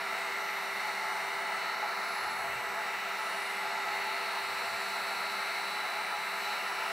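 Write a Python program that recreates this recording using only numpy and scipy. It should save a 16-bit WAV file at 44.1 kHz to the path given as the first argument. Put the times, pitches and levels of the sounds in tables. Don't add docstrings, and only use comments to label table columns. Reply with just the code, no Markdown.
import sys
import numpy as np
from scipy import signal
from scipy.fft import rfft, irfft, next_fast_len
from scipy.io import wavfile
from scipy.ndimage import map_coordinates

SR = 44100
rng = np.random.default_rng(int(sys.argv[2]) if len(sys.argv) > 2 else 0)


def pcm_store(signal):
    levels = np.round(np.clip(np.atleast_2d(signal), -1, 1) * 32767)
    wavfile.write(sys.argv[1], SR, levels.astype(np.int16).T)


N = 305172

# (start [s], length [s], rise [dB])
PUFF_EVENTS = [(2.21, 0.56, 13), (4.42, 0.36, 11)]
# (frequency [Hz], relative level [dB])
RUMBLE_SPECTRUM = [(20, -23), (34, -13), (58, -4), (90, -4.5), (130, 0.5), (220, -24), (500, -45)]
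# (time [s], level [dB])
EDGE_DB = [(0, -43.5), (1.2, -42.5), (2.2, -47), (3.0, -50.5), (3.5, -45), (4.7, -47), (5.3, -43.5),
           (6.3, -46), (6.9, -51.5)]
# (start [s], length [s], rise [dB])
HOOT_EVENTS = [(.845, 0.052, 6), (1.03, 0.21, 4.5), (1.44, .07, 4.5), (1.815, 0.037, 13), (2.15, 0.046, 8),
               (2.75, 0.075, 7), (3.6, 0.28, 4.5), (3.93, 0.038, 11), (4.05, 0.044, 8.5), (5.7, .15, 5),
               (5.96, 0.05, 7), (6.13, 0.091, 7.5), (6.45, 0.064, 7), (6.82, 0.047, 3)]
# (time [s], speed [turns/s])
SHAFT_HZ = [(0, 197.17), (0.7, 197.1), (1.4, 197.49), (1.95, 197.85), (2.45, 197.43), (2.95, 197.49),
            (3.5, 197.28), (4.15, 197.18), (4.7, 197.6), (5.2, 198.02), (5.6, 197.95), (5.95, 198.23),
            (6.4, 198.09), (6.92, 197.77)]
# (time [s], level [dB])
BUZZ_DB = [(0, -57), (1.1, -54.5), (1.9, -59), (2.5, -55.5), (2.9, -54.5), (3.9, -55.5), (4.8, -52.5),
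           (5.5, -53), (6.2, -54), (6.9, -55.5)]
# (frequency [Hz], relative level [dB])
CAN_SPECTRUM = [(4300, -16), (5100, 3), (5900, 2.5), (6500, -5), (7200, -2.5), (8100, -.5), (8620, -6),
                (9300, -3.5), (10300, -8.5), (10900, -3), (12100, -3), (12700, -6), (13200, -13),
                (13700, -7), (14700, -6), (15800, -17)]
# (frequency [Hz], width [Hz], level over base [dB], extra swing with base [dB/dB])
CAN_MODES = [(5910, 200, -16, -1), (7140, 340, -16, 0.3), (7880, 400, -9.5, 0), (8280, 200, -18, 0.5),
             (8860, 260, -14, 1), (9400, 380, -15.5, .8), (10960, 520, -10, -.1), (11620, 360, -12.5, 0),
             (12020, 480, -11, -0.4), (12650, 420, -20, 0), (13950, 450, -24, .2)]
# (shaft order [1], level [dB], exposure slope [dB/dB], speed slope [dB/(turn/s)])
SHAFT_ORDERS = [(1, -66, 0, 1.5), (2, -54.5, 0, -3), (5, -66, -4, 21), (6, -56, 0, 5), (7, -49, 1, 3.5),
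                (8, -54.5, 0.5, 1), (10, -47.5, -0.5, -3.5), (11, -52.5, -0.5, 1), (12, -57, -0.5, 8),
                (13, -59.5, 3, 2.5), (15, -58, -0.5, 2.5), (19, -62.5, -0.5, -7), (20, -55.5, 1.6, 5),
                (21, -59, 2, 0), (22, -55.5, 0.5, 0), (23, -70, 6, -8), (30, -78, 0, 2)]
# (time [s], exposure [dB])
EXPOSURE_DB = [(0.0, -44.5), (0.95, -44.5), (1.49, -47), (1.64, -44), (2.73, -46), (3.91, -43),
               (5.38, -41.5), (6.37, -44.5), (6.52, -43), (6.6, -46.5), (6.85, -45)]
# (frequency [Hz], relative level [dB])
HISS_SPECTRUM = [(2500, -49), (3200, -12), (3550, -6.5), (3800, -0.5), (4400, -6.5), (4700, -9),
                 (5900, -11.5), (6500, -14.5), (9000, -8)]
# (frequency [Hz], relative level [dB])
GRILLE_SPECTRUM = [(1200, -64), (1900, -1.5), (2150, -12), (2300, 0.5), (2450, -4), (2800, -2), (3000, -9),
                   (3150, -14.5), (4500, -31)]
# (time [s], level [dB])
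GRILLE_DB = [(0, -44), (.8, -46), (2.8, -44.5), (3.3, -44.5), (6.25, -45), (6.6, -43)]
# (frequency [Hz], relative level [dB])
RUSH_SPECTRUM = [(40, -65), (110, -24.5), (170, -15.5), (215, -11.5), (275, -17.5), (330, -12), (400, -9),
                 (530, -10.5), (660, -4.5), (950, -1), (1100, -2.5), (1400, 0.5), (1850, -2), (2400, -16.5),
                 (3200, -30), (9000, -31.5)]
# (time [s], level [dB])
RUSH_DB = [(0, -38), (.6, -38.5), (1.9, -37.5), (2.5, -38.5), (4, -38.5), (6.9, -38.5)]
# (frequency [Hz], width [Hz], gain [dB])
BARREL_MODES = [(487, 18, 7), (580, 34, 4), (632, 20, 2), (678, 38, 10.5), (716, 22, -6), (745, 28, 10),
                (776, 16, -3), (796, 20, 4), (903, 18, -4), (934, 30, 6), (983, 24, 5), (1008, 16, -4),
                (1032, 30, 5), (1090, 22, 4), (1190, 30, 2), (1284, 22, 8), (1320, 32, 8.5),
                (1352, 40, 2.5), (1530, 20, -3), (1720, 36, 6), (1762, 22, -5), (1805, 26, 4),
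                (1852, 26, 7), (1886, 24, -5), (2098, 24, 5), (2168, 36, 5.5), (2260, 30, -2),
                (2298, 26, 6), (2710, 24, 4)]
# (start [s], length [s], frequency [Hz], width [Hz], gain [dB])
GAP_BANDS = [(0, .22, 8870, 300, 3), (0, .6, 12650, 450, 4), (0, 1.8, 10900, 500, -3),
             (.15, .35, 8350, 350, 5), (.35, 1.3, 5930, 200, 3.5), (.55, 1.1, 8870, 300, 4),
             (1.0, .2, 5000, 900, 2), (1.5, .89, 4350, 120, 3), (1.55, .85, 1330, 220, 2),
             (1.75, 1.1, 3250, 600, -3), (2.0, .25, 5000, 900, 2.5), (2.08, .38, 11060, 450, 9),
             (2.38, .42, 5000, 900, -3.5), (2.65, .5, 9400, 1800, -3.5), (2.95, .17, 2600, 800, 3),
             (3.42, .26, 10950, 400, 2), (3.6, .5, 8900, 700, -3.5), (3.82, .28, 2600, 800, 2),
             (3.85, 1.9, 4350, 120, 3.5), (4.3, 2.0, 6650, 700, -3), (4.5, .5, 7350, 450, 3),
             (5.4, .9, 11620, 350, -4), (5.6, 1.0, 3960, 120, 3), (5.92, .24, 8870, 350, 6),
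             (6.4, .6, 5400, 1400, 2.5)]
# (frequency [Hz], depth at nearness 1 [dB])
PATCH_DEPTH_DB = [(2000, 0), (5000, 1), (9000, 2.2), (14000, 2.5)]
# (time [s], nearness [0-1])
HAND_NEARNESS = [(0, 1), (3.6, 1), (4.3, .45), (5.7, .45), (6.1, 1), (6.9, 1)]
# (frequency [Hz], side-channel gain [dB])
SIDE_SPECTRUM = [(30, -8), (70, -5), (200, -10), (500, -14), (1000, -13.5), (2200, -20), (3500, -9),
                 (4300, -20), (5300, -22), (6000, -21), (7500, -18), (9500, -13), (12500, -8.5),
                 (15500, -33)]


def amp(db):
    return 10 ** (np.asarray(db) / 20)


def unit(x):
    return x / np.sqrt(np.mean(x ** 2) + 1e-20)


def along(points, hz):
    points_hz, values = np.transpose(points)
    return np.interp(np.log(hz + 1), np.log(points_hz + 1), values)


def curve(points):
    return np.interp(np.arange(N) / SR, *np.transpose(points))


def wobble(rate_hz):
    knots = rng.standard_normal(int(N * rate_hz / SR) + 4)
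    coarse = np.arange(0, N + 64, 64)
    smooth = map_coordinates(knots, [coarse * rate_hz / SR], mode="nearest")
    return np.interp(np.arange(N), coarse, smooth)


def gate(t, start_s, length_s, ramp_s):
    return np.clip(.5 + np.minimum(t - start_s, start_s + length_s - t) / ramp_s, 0, 1)


def swells(events, ramp_s=.03):
    t = np.arange(N) / SR
    return sum(db * gate(t, start_s, length_s, ramp_s) for start_s, length_s, db in events)


def filtered(x, response):
    size = next_fast_len(N + SR // 2)
    return irfft(rfft(x, size) * response(np.fft.rfftfreq(size, 1 / SR)), size)[..., :N]


def noise(response):
    return unit(filtered(rng.standard_normal(N), response))


def bell(hz, centre_hz, width_hz):
    return 1 / (1 + (2 * (hz - centre_hz) / width_hz) ** 2)


def resonate(x, centre_hz, width_hz):
    q = centre_hz / width_hz
    stages = [np.concatenate(signal.iirpeak(centre_hz, stage_q, SR)) for stage_q in (q, q / 2)]
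    return signal.sosfilt(stages * 2, x)


def reflections(x, first_s, last_s, count):
    delays = (rng.uniform(first_s, last_s, count) * SR).astype(int)
    taps = np.bincount(delays, rng.choice([-1., 1.], count)) / np.sqrt(count)
    return signal.fftconvolve(x, taps)[:N]


def draught(rest_db=-78, swing_db=3.5):
    level_db = rest_db + swells(PUFF_EVENTS) + swing_db * wobble(14)
    return amp(level_db) * noise(lambda hz: amp(along(RUMBLE_SPECTRUM, hz)))


def edge_whistle():
    level_db = curve(EDGE_DB) + 0.8 * wobble(12)
    return amp(level_db) * noise(lambda hz: bell(hz, centre_hz=2097, width_hz=175))


def hoot(rest_db=-47.5, flutter_db=2.2, low_hz=839, high_hz=870, width_hz=36):
    rise_db = swells(HOOT_EVENTS)
    level_db = rest_db + rise_db + flutter_db * amp(-rise_db) * wobble(24)
    column = noise(lambda hz: bell(hz, low_hz, width_hz) ** 2 + 1.1 * bell(hz, high_hz, width_hz) ** 2)
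    envelope = np.abs(signal.hilbert(column))
    saturated = column / np.sqrt(1 + 2 * envelope ** 2)
    return amp(level_db) * unit(saturated)


def shaft(mains_hz=60, nudge_turns=.0036):
    mains_phase = 2 * np.pi * mains_hz * np.arange(N) / SR
    turns = np.cumsum(curve(SHAFT_HZ)) / SR - nudge_turns * np.cos(mains_phase)
    current = np.maximum(np.sin(mains_phase), 0)
    return turns, current


def commutator(turns, current, ripple=0.5):
    roughness = rng.standard_normal(216)
    whitened = irfft(np.exp(1j * np.angle(rfft(roughness))))
    track = signal.resample(whitened, 16 * len(whitened))
    scrape = unit(np.interp(turns % 1, np.arange(len(track)) / len(track), track))
    sparks = .36 * rng.standard_normal(N)
    high_bar = 1 + 0.28 * np.cos(2 * np.pi * turns)
    return (scrape + sparks) * high_bar * (1 + ripple * current)


def brushes(turns, current, chatter_turns=.0007, chatter_hz=110):
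    base_db = curve(BUZZ_DB)
    swing_db = base_db - base_db.mean()
    drive = commutator(turns + chatter_turns * wobble(chatter_hz), current)
    buzz = amp(base_db - 3) * unit(filtered(drive, lambda hz: amp(along(CAN_SPECTRUM, hz))))
    for centre_hz, width_hz, db, slope in CAN_MODES:
        buzz += amp(base_db + db + slope * swing_db) * unit(resonate(drive, centre_hz, width_hz))
    return buzz


def whine(turns, cruise_hz=197.6, waver_rad=.09):
    exposure_db = curve(EXPOSURE_DB)
    exposure_db -= exposure_db.mean()
    overspeed_hz = curve(SHAFT_HZ) - cruise_hz
    tones = np.zeros(N)
    for order, db, exposure_slope, speed_slope in SHAFT_ORDERS:
        level_db = db + exposure_slope * exposure_db + speed_slope * overspeed_hz
        level_db += 1.04 * wobble(2.45) + 0.89 * wobble(22)
        waver = waver_rad * wobble(30)
        phase = 2 * np.pi * (order * turns + rng.random()) + waver
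        tones += np.sqrt(2) * amp(level_db) * np.sin(phase)
    return tones


def airflow(hiss_mean_db=-49, hiss_cutoff_hz=6600):
    modes_db = lambda hz: sum(db * bell(hz, centre, width) for centre, width, db in BARREL_MODES)
    roll_off = lambda hz: 1 / np.sqrt(1 + (hz / hiss_cutoff_hz) ** 8)
    rush_db = curve(RUSH_DB) + 0.44 * wobble(17)
    rush = amp(rush_db) * noise(lambda hz: amp(along(RUSH_SPECTRUM, hz) + modes_db(hz)))
    grille_db = curve(GRILLE_DB) + 0.94 * wobble(8)
    grille = amp(grille_db) * noise(lambda hz: amp(along(GRILLE_SPECTRUM, hz) + modes_db(hz)))
    exposure_db = curve(EXPOSURE_DB)
    hiss_db = hiss_mean_db + 0.49 * (exposure_db - exposure_db.mean())
    hiss = amp(hiss_db) * noise(lambda hz: amp(along(HISS_SPECTRUM, hz)) * roll_off(hz))
    air = rush + grille + hiss
    return air + .08 * reflections(air, first_s=.004, last_s=.025, count=14)


def past_the_hands(x, ramp_s=.16, patch_width_hz=260, patches_per_s=4.5):
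    hz, t, spectra = signal.stft(x, SR, nperseg=1024)
    gaps_db = sum(db * np.outer(bell(hz, centre_hz, width_hz), gate(t, start_s, length_s, ramp_s))
                  for start_s, length_s, centre_hz, width_hz, db in GAP_BANDS)
    rows, columns = hz / patch_width_hz, t * patches_per_s
    knots = rng.standard_normal((int(rows[-1]) + 2, int(columns[-1]) + 2))
    patches = map_coordinates(knots, np.meshgrid(rows, columns, indexing="ij"), mode="nearest")
    nearness = np.interp(t, *np.transpose(HAND_NEARNESS))
    depth_db = np.outer(along(PATCH_DEPTH_DB, hz), nearness)
    _, shaded = signal.istft(spectra * amp(gaps_db + depth_db * patches), SR, nperseg=1024)
    return shaded[:N]


def scene():
    turns, current = shaft()
    gun = airflow() + hoot() + edge_whistle() + brushes(turns, current) + whine(turns)
    mid = past_the_hands(gun) + draught()
    echoes = reflections(mid, first_s=.003, last_s=.09, count=90)
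    side = filtered(echoes, lambda hz: amp(along(SIDE_SPECTRUM, hz)))
    return np.array([mid + side, mid - side])


def record(dry):
    return filtered(dry, lambda hz: hz < 15760)


dry = scene()
out = record(dry)
pcm_store(out)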